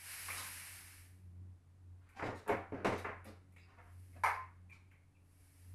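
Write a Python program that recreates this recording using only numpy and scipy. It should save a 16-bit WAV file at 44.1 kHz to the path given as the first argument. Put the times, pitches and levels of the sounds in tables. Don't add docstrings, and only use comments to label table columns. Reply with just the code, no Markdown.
import sys
import numpy as np
from scipy import signal
from scipy.fft import rfft, irfft, next_fast_len
from scipy.io import wavfile
from scipy.ndimage import map_coordinates

SR = 44100
rng = np.random.default_rng(int(sys.argv[2]) if len(sys.argv) > 2 else 0)


def store_wav(level_fs):
    pcm = np.round(np.clip(np.atleast_2d(level_fs), -1, 1) * 32767)
    wavfile.write(sys.argv[1], SR, pcm.T.astype(np.int16))


N = 253393
TIME = np.arange(N) / SR
RING = 2 ** 15

# frequency in Hz, relative spectral density in dB.
PAN_COLOUR = [(30, -1.5), (70, -4), (115, 7.5), (150, -11), (195, 4), (330, 6), (550, 5), (1000, 3),
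              (1200, 0.5), (2100, -2.5), (2750, -11), (3300, -19.5), (11000, -34), (15000, -48.5)]
# frequency in Hz, relative level in dB, 60 dB decay time in seconds.
PAN_MODES = [(112.5, -18.5, .3), (201.3, -7, 0.21), (316, -4.5, 0.26), (416, 3.5, 0.24), (495, -2, 0.2),
             (545.8, -7, 0.26), (566, -4.5, 0.24), (697, -9.5, 0.33), (779, -13.5, 0.42), (899, -2, 0.1),
             (1063.5, -8, 0.24), (1230, -24.5, .25), (1300, -25, 0.43), (2203, -18.5, 0.35),
             (8200, -42.5, 0.31)]


def gain_of(db):
    return 10 ** (np.asarray(db) / 20)


def evened(x):
    return x / np.sqrt(np.mean(x ** 2) + 1e-20)


def read(points, hz):
    f, value = np.transpose(points)
    return np.interp(np.log(hz + 1), np.log(f + 1), value)


def add(mix, s, sound):
    part = mix[round(s * SR):][:len(sound)]
    part += sound[:len(part)]


def noise(colour, peaks=()):
    size = next_fast_len(N)
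    hz = np.fft.rfftfreq(size, 1 / SR)
    db = read(colour, hz)
    for f, width, lift in peaks:
        db = db + lift / (1 + (2 * (hz - f) / width) ** 2)
    spectrum = rfft(rng.standard_normal(size)) * gain_of(db)
    return evened(irfft(spectrum, size)[:N])


def waver(rate):
    knots = rng.standard_normal(2048)
    coarse = evened(map_coordinates(knots, [TIME[::64] * rate], order=2, mode="wrap"))
    return coarse.repeat(64)[:N]


def ripple(hz, spacing_hz):
    knots = rng.standard_normal(1024)
    return evened(map_coordinates(knots, [hz / spacing_hz], order=2, mode="wrap"))


def causal(x, gain):
    log_gain = np.log(np.maximum(np.r_[gain, gain[-2:0:-1]], 1e-5))
    response = np.exp(np.conj(signal.hilbert(log_gain)))[:len(gain)]
    return irfft(rfft(x) * response)


def echoes(early, early_s, direct):
    # frequency in Hz, 60 dB decay time in seconds.
    decay_times = [(100, 0.28), (300, 0.37), (700, 0.41), (1700, 0.46), (4600, 0.39), (12000, 0.27)]
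    t = np.arange(RING) / SR
    taps = rng.choice([-1., 1.], RING) * (rng.random(RING) < np.minimum(.06 + 3 * t, 1))
    taps /= np.sqrt(np.minimum(0.073 + 3 * t, 1))
    hz, at, z = signal.stft(taps, SR, nperseg=256)
    decay = gain_of(-60 * at / read(decay_times, hz)[:, None])
    tail = signal.istft(z * decay, SR, nperseg=256)[1][:RING]
    tail *= 1 + early * np.exp(-t / early_s)
    tail[0] += direct
    return tail / (1 + early / 2)


def strike(colour, modes, force_db, hard_db, weight_db, ring_db, tick_db,
           early, early_s, direct, rise_s, uneven_db):
    t, hz = np.arange(RING) / SR, np.fft.rfftfreq(RING, 1 / SR)
    top_db = tick_db + 1.57 * hard_db
    contact = [(400, weight_db), (1100, 0), (2300, 0), (3800, hard_db), (6000, hard_db), (9000, top_db)]
    spot = uneven_db * ripple(hz, 170) * hz / (hz + 1500)
    body = evened(gain_of(read(colour, hz)))
    dense = causal(echoes(early, early_s, direct), body * gain_of(read(contact, hz) + spot))
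    ring = np.zeros(RING)
    for f, db, t60 in modes:
        ring += gain_of(db - 60 * t / t60) * np.sin(2 * np.pi * (f * t + rng.random()))
    ring *= 1 - np.exp(-t / rise_s)
    return gain_of(force_db) * (dense + gain_of(ring_db) * ring)


def blows(rows, colour, modes, **ringing):
    out = np.zeros(N)
    for s, *touch in rows:
        add(out, s, strike(colour, modes, *touch, **ringing))
    return out


def air(level_db=-72, waver_db=2):
    # frequency in Hz, relative spectral density in dB.
    air_colour = [(20, -2), (45, 4.5), (70, 1), (130, -3), (200, -10.5), (330, -13.5), (500, -16.5),
                  (900, -18), (2200, -26), (3300, -31), (6000, -33.5), (10000, -32), (13000, -39),
                  (15000, -55)]
    # frequency in Hz, mean level in dB.
    faint_tones = [(141, -81.5), (211, -90.5), (283, -83.5), (426, -94), (9720, -100.5)]
    tones = np.zeros(N)
    for f, db in faint_tones:
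        phase = 2 * np.pi * f * TIME + 0.53 * waver(12)
        tones += gain_of(db + waver_db * waver(1.8)) * np.sin(phase)
    return gain_of(level_db) * noise(air_colour) + np.sqrt(2) * tones


def drone(pitch_hz=90, wander=0.01184, waver_db=3, rumble_db=-18):
    # time in seconds, level in dB.
    hum_levels = [(0.0, -66), (0.18, -69), (0.33, -56.5), (0.68, -63.5), (0.99, -63.5), (1.49, -52),
                  (1.63, -65.5), (1.93, -54.5), (2.1, -70), (2.35, -52.5), (2.43, -68), (2.58, -54.5),
                  (3.48, -61), (3.72, -66.5), (4.09, -54.5), (5.01, -65.3), (5.58, -66.5), (5.74, -52.5)]
    # multiple of the pitch, relative level in dB.
    orders = [(2, -21), (3, -29), (4, -28.5)]
    # time in seconds, lift in dB.
    buzz = [(0, -7), (.35, 6), (1.4, 1), (1.95, -8.5), (3.4, 5.5), (4.1, -3.5), (4.75, 4), (5.2, -5),
            (5.75, 1)]
    level = gain_of(np.interp(TIME, *np.transpose(hum_levels)))
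    flutter = 1 + .28 * waver(15)
    turn = 2 * np.pi * np.cumsum(pitch_hz * (1 + wander * waver(14))) / SR
    partials = np.zeros(N)
    for k, db in orders:
        partials += gain_of(db + waver_db * waver(6)) * np.sin(k * turn)
    partials *= gain_of(np.interp(TIME, *np.transpose(buzz)))
    hum = np.sqrt(2) * (flutter * np.sin(turn) + partials)
    rumble = noise([(30, 1.5), (110, -1.5), (300, -2.5), (600, -25.5), (2000, -29.5), (6000, -75)])
    return level * (hum + gain_of(rumble_db) * rumble)


def squeaks(jitter=0.048, chatter_db=4):
    # start in seconds, length in seconds, relative level in dB, start pitch in Hz,
    # end pitch in Hz, lift of the overtones in dB.
    rubs = [(3.559, 0.055, -72, 2543, 2530, 2.5), (3.598, 0.051, -79, 4900, 4780, -24),
            (4.69, 0.047, -62.5, 2460, 2267, -27), (4.901, 0.0474, -76.5, 2320, 1950, -7),
            (5.137, 0.04, -85, 2766, 2620, -11)]
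    # multiple of the pitch, relative level in dB.
    overtones = [(1.451, -9), (1.911, -20), (2.62, -17), (2.93, -20)]
    dry = np.zeros(N)
    for s, length, level_db, start_hz, end_hz, overtones_db in rubs:
        u = np.linspace(0, 1, round(length * SR))
        hz = (start_hz + (end_hz - start_hz) * u) * (1 + jitter * waver(400)[:len(u)])
        turn = 2 * np.pi * np.cumsum(hz) / SR
        note = np.sin(turn)
        for k, db in overtones:
            note += gain_of(db + overtones_db) * np.sin(k * turn)
        level = gain_of(level_db + chatter_db * waver(300)[:len(u)])
        add(dry, s, level * note * np.sin(np.pi * u))
    room = echoes(early=0.21, early_s=0.042, direct=16)
    return 2 * signal.fftconvolve(dry, room / np.linalg.norm(room))[:N]


def tubing_taps():
    # start in seconds, force in dB, contact hardness in dB.
    taps = [(.303, -47, 3), (2.091, -72, 5), (2.478, -57.5, 7), (2.98, -65.5, 9), (3.245, -66.5, 6.5),
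            (3.5227, -80, 7.5), (3.5636, -63.5, -2.5), (4.1303, -72, -5), (4.699, -69.5, 0.5),
            (4.9141, -68, -4.5)]
    # frequency in Hz, relative spectral density in dB.
    tap_colour = [(150, -23.5), (500, 7), (1000, -3), (1600, -0.5), (2300, 9), (3200, -11.5), (5000, -20.5),
                  (7500, -15.5), (12000, -11.5), (15000, -36)]
    # frequency in Hz, relative level in dB, 60 dB decay time in seconds.
    tap_modes = [(2250, -1.5, 0.63), (2140, -6, .4), (2380, -3.5, .45), (2570, -9.5, 0.25)]
    return blows(taps, tap_colour, tap_modes, weight_db=-8, ring_db=-8, tick_db=1,
                 early=0.18, early_s=0.017, direct=8.9, rise_s=0.0026, uneven_db=3.5)


def clank(note_hz=1037, struck_db=-34, note_t60=0.21, sing_at_s=4.395, sing_width_s=0.05, sing_db=-46.5):
    # start in seconds, force in dB.
    bounce_rows = [(4.236, -33), (4.2585, -37), (4.286, -43), (4.343, -52)]
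    # frequency in Hz, relative spectral density in dB.
    clank_colour = [(100, -42.5), (280, -23.5), (450, -12), (700, -2.5), (950, 5), (1350, -1.5), (2200, -2),
                    (2700, -13.5), (3500, -22.5), (5000, -18.5), (7500, -29.5), (9000, -26.5),
                    (12000, -27.5), (15000, -46.5)]
    # frequency in Hz, relative level in dB, 60 dB decay time in seconds.
    clank_modes = [(427.6, -15.5, 0.42), (915, 0, 0.24), (1257, -4.5, .37), (1300, -7.5, 0.32),
                   (1550, -5.5, 0.32), (1750, -5, 0.4), (2070, -7, .45), (2093, -6, 0.22),
                   (2229, -0.5, 0.19), (4230, -34, 0.29), (4940, -18.5, 0.27), (8820, -23, 0.27),
                   (11400, -23, 0.21)]
    bounces = blows(bounce_rows, clank_colour, clank_modes, hard_db=-6, weight_db=-1, ring_db=-5,
                    tick_db=9.5, early=1.0, early_s=0.13, direct=11.2, rise_s=0.0027, uneven_db=5.5)
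    t = np.maximum(TIME - bounce_rows[0][0], 0)
    struck = gain_of(struck_db - 60 * t / note_t60) * (1 - np.exp(-t / .003))
    rubbed = gain_of(sing_db) * np.exp(-((TIME - sing_at_s) / sing_width_s) ** 2)
    note = np.sqrt(2) * np.sin(2 * np.pi * note_hz * TIME + 0.33 * waver(30))
    return bounces + (struck + rubbed) * note


def scrapes(slips_per_s=900):
    # start in seconds, length in seconds, force in dB, contact hardness in dB, weight in dB,
    # level of the clear modes in dB.
    slides = [(0.359, 0.049, -44, 18.5, -19, -17.5), (1.948, 0.48, -56.5, 3, -42, -28),
              (2.146, 0.074, -49.5, 8.5, -7, -20), (2.216, .075, -42.5, 7, 7, -6),
              (2.341, 0.064, -60.5, 18.5, -12, -12), (2.455, 0.054, -41, -3, -10, 8.5),
              (2.732, .11, -48.5, -5.5, 6, -24), (2.936, .088, -50.5, 14, -17, -8),
              (3.245, 0.058, -55.5, 13, 8.5, -10), (3.64, 0.13, -59, 3, -14.5, -15),
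              (3.761, 0.049, -55, -5, -10, -7.5), (3.815, 0.11, -62, 0.5, -13.5, -15),
              (4.14, .057, -62.5, 5, 4, -17), (4.716, 0.043, -62, 14.5, -26, -18)]
    out, t = np.zeros(N), np.arange(RING) / SR
    for s, length, *touch in slides:
        slips = (rng.random(RING) < slips_per_s / SR) * rng.standard_normal(RING)
        slips *= np.sin(np.pi * np.minimum(t / length, 1))
        slips /= np.linalg.norm(slips) + 1e-9
        one = strike(PAN_COLOUR, PAN_MODES, *touch, tick_db=-7.5, early=0.53, early_s=0.017,
                     direct=9.8, rise_s=0.015, uneven_db=2.0)
        add(out, s, signal.fftconvolve(slips, one))
    return out


def pan_knocks():
    # start in seconds, force in dB, contact hardness in dB, weight in dB,
    # level of the clear modes in dB.
    knocks = [(.283, -42.5, 2.5, -31, -25), (2.194, -41, -16, -13.5, -14), (2.224, -41, -5, 4.5, -19),
              (2.275, -44.5, -9, 7, -15), (2.4914, -36, -3, -0.5, 5), (2.516, -37.5, -5, 2, -12.5),
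              (2.7214, -51.5, -6, 12.5, 2), (2.7428, -54.5, -2, 13.5, -22), (2.8466, -31, 2, 0, -4),
              (2.869, -41.5, 8, 9.5, 2), (2.922, -43, 4.5, 5, 0.5), (3.0456, -37, -10.5, -7.5, -13.5),
              (3.085, -44.5, -13, -8.5, -8)]
    return blows(knocks, PAN_COLOUR, PAN_MODES, tick_db=-2, early=0.33, early_s=0.052,
                 direct=3.2, rise_s=0.004, uneven_db=2)


def gas(level_db=2, flutter_db=.5, roar_hz=4500):
    # start in seconds, length in seconds, relative level in dB, opening time in seconds,
    # gain of the low roar in dB.
    spurts = [(-0.13, 1.136, -49.5, 0.21, 2), (3.666, 0.67, -68, 0.47, -1), (5.115, 0.96, -71, 0.33, -1.5)]
    # frequency in Hz, relative spectral density in dB.
    jet_colour = [(200, -14), (500, -12), (800, -4.5), (1200, -1.5), (1800, 6), (2300, 2), (2800, 3),
                  (3300, -5.5), (5000, 0.5), (7000, -3.5), (9000, 4), (11000, 3.5), (13300, -3.5),
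                  (15300, -25)]
    # frequency in Hz, width in Hz, lift in dB.
    whistles = [(2243, 200, 6), (10350, 180, 0.5), (11180, 410, 6.5), (12840, 170, 7)]
    sag_db, sag_power = 15.5, 3.14
    fade_db_per_s = 94
    jet = noise(jet_colour, whistles) * gain_of(flutter_db * waver(30))
    roar = signal.sosfiltfilt(signal.butter(2, roar_hz, fs=SR, output="sos"), jet)
    out = np.zeros(N)
    for s, length, db, open_s, roar_db in spurts:
        t = np.maximum(TIME - s, 0)
        opening = 1 - np.exp(-(t / open_s) ** 2)
        lost_db = sag_db * np.minimum(t / length, 1) ** sag_power
        lost_db += fade_db_per_s * np.maximum(t - length, 0)
        hiss = jet + (gain_of(roar_db) - 1) * roar
        out += gain_of(level_db + db - lost_db) * opening * hiss
    return out


def scene():
    background = air() + drone()
    handling = squeaks() + tubing_taps() + clank() + scrapes() + pan_knocks()
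    return np.tile(background + handling + gas(), (2, 1))


def record(dry):
    low_pass = signal.firwin(511, 15250, window=("kaiser", 9), fs=SR)
    return signal.oaconvolve(dry, low_pass[None], "same")


dry = scene()
out = record(dry)
store_wav(out)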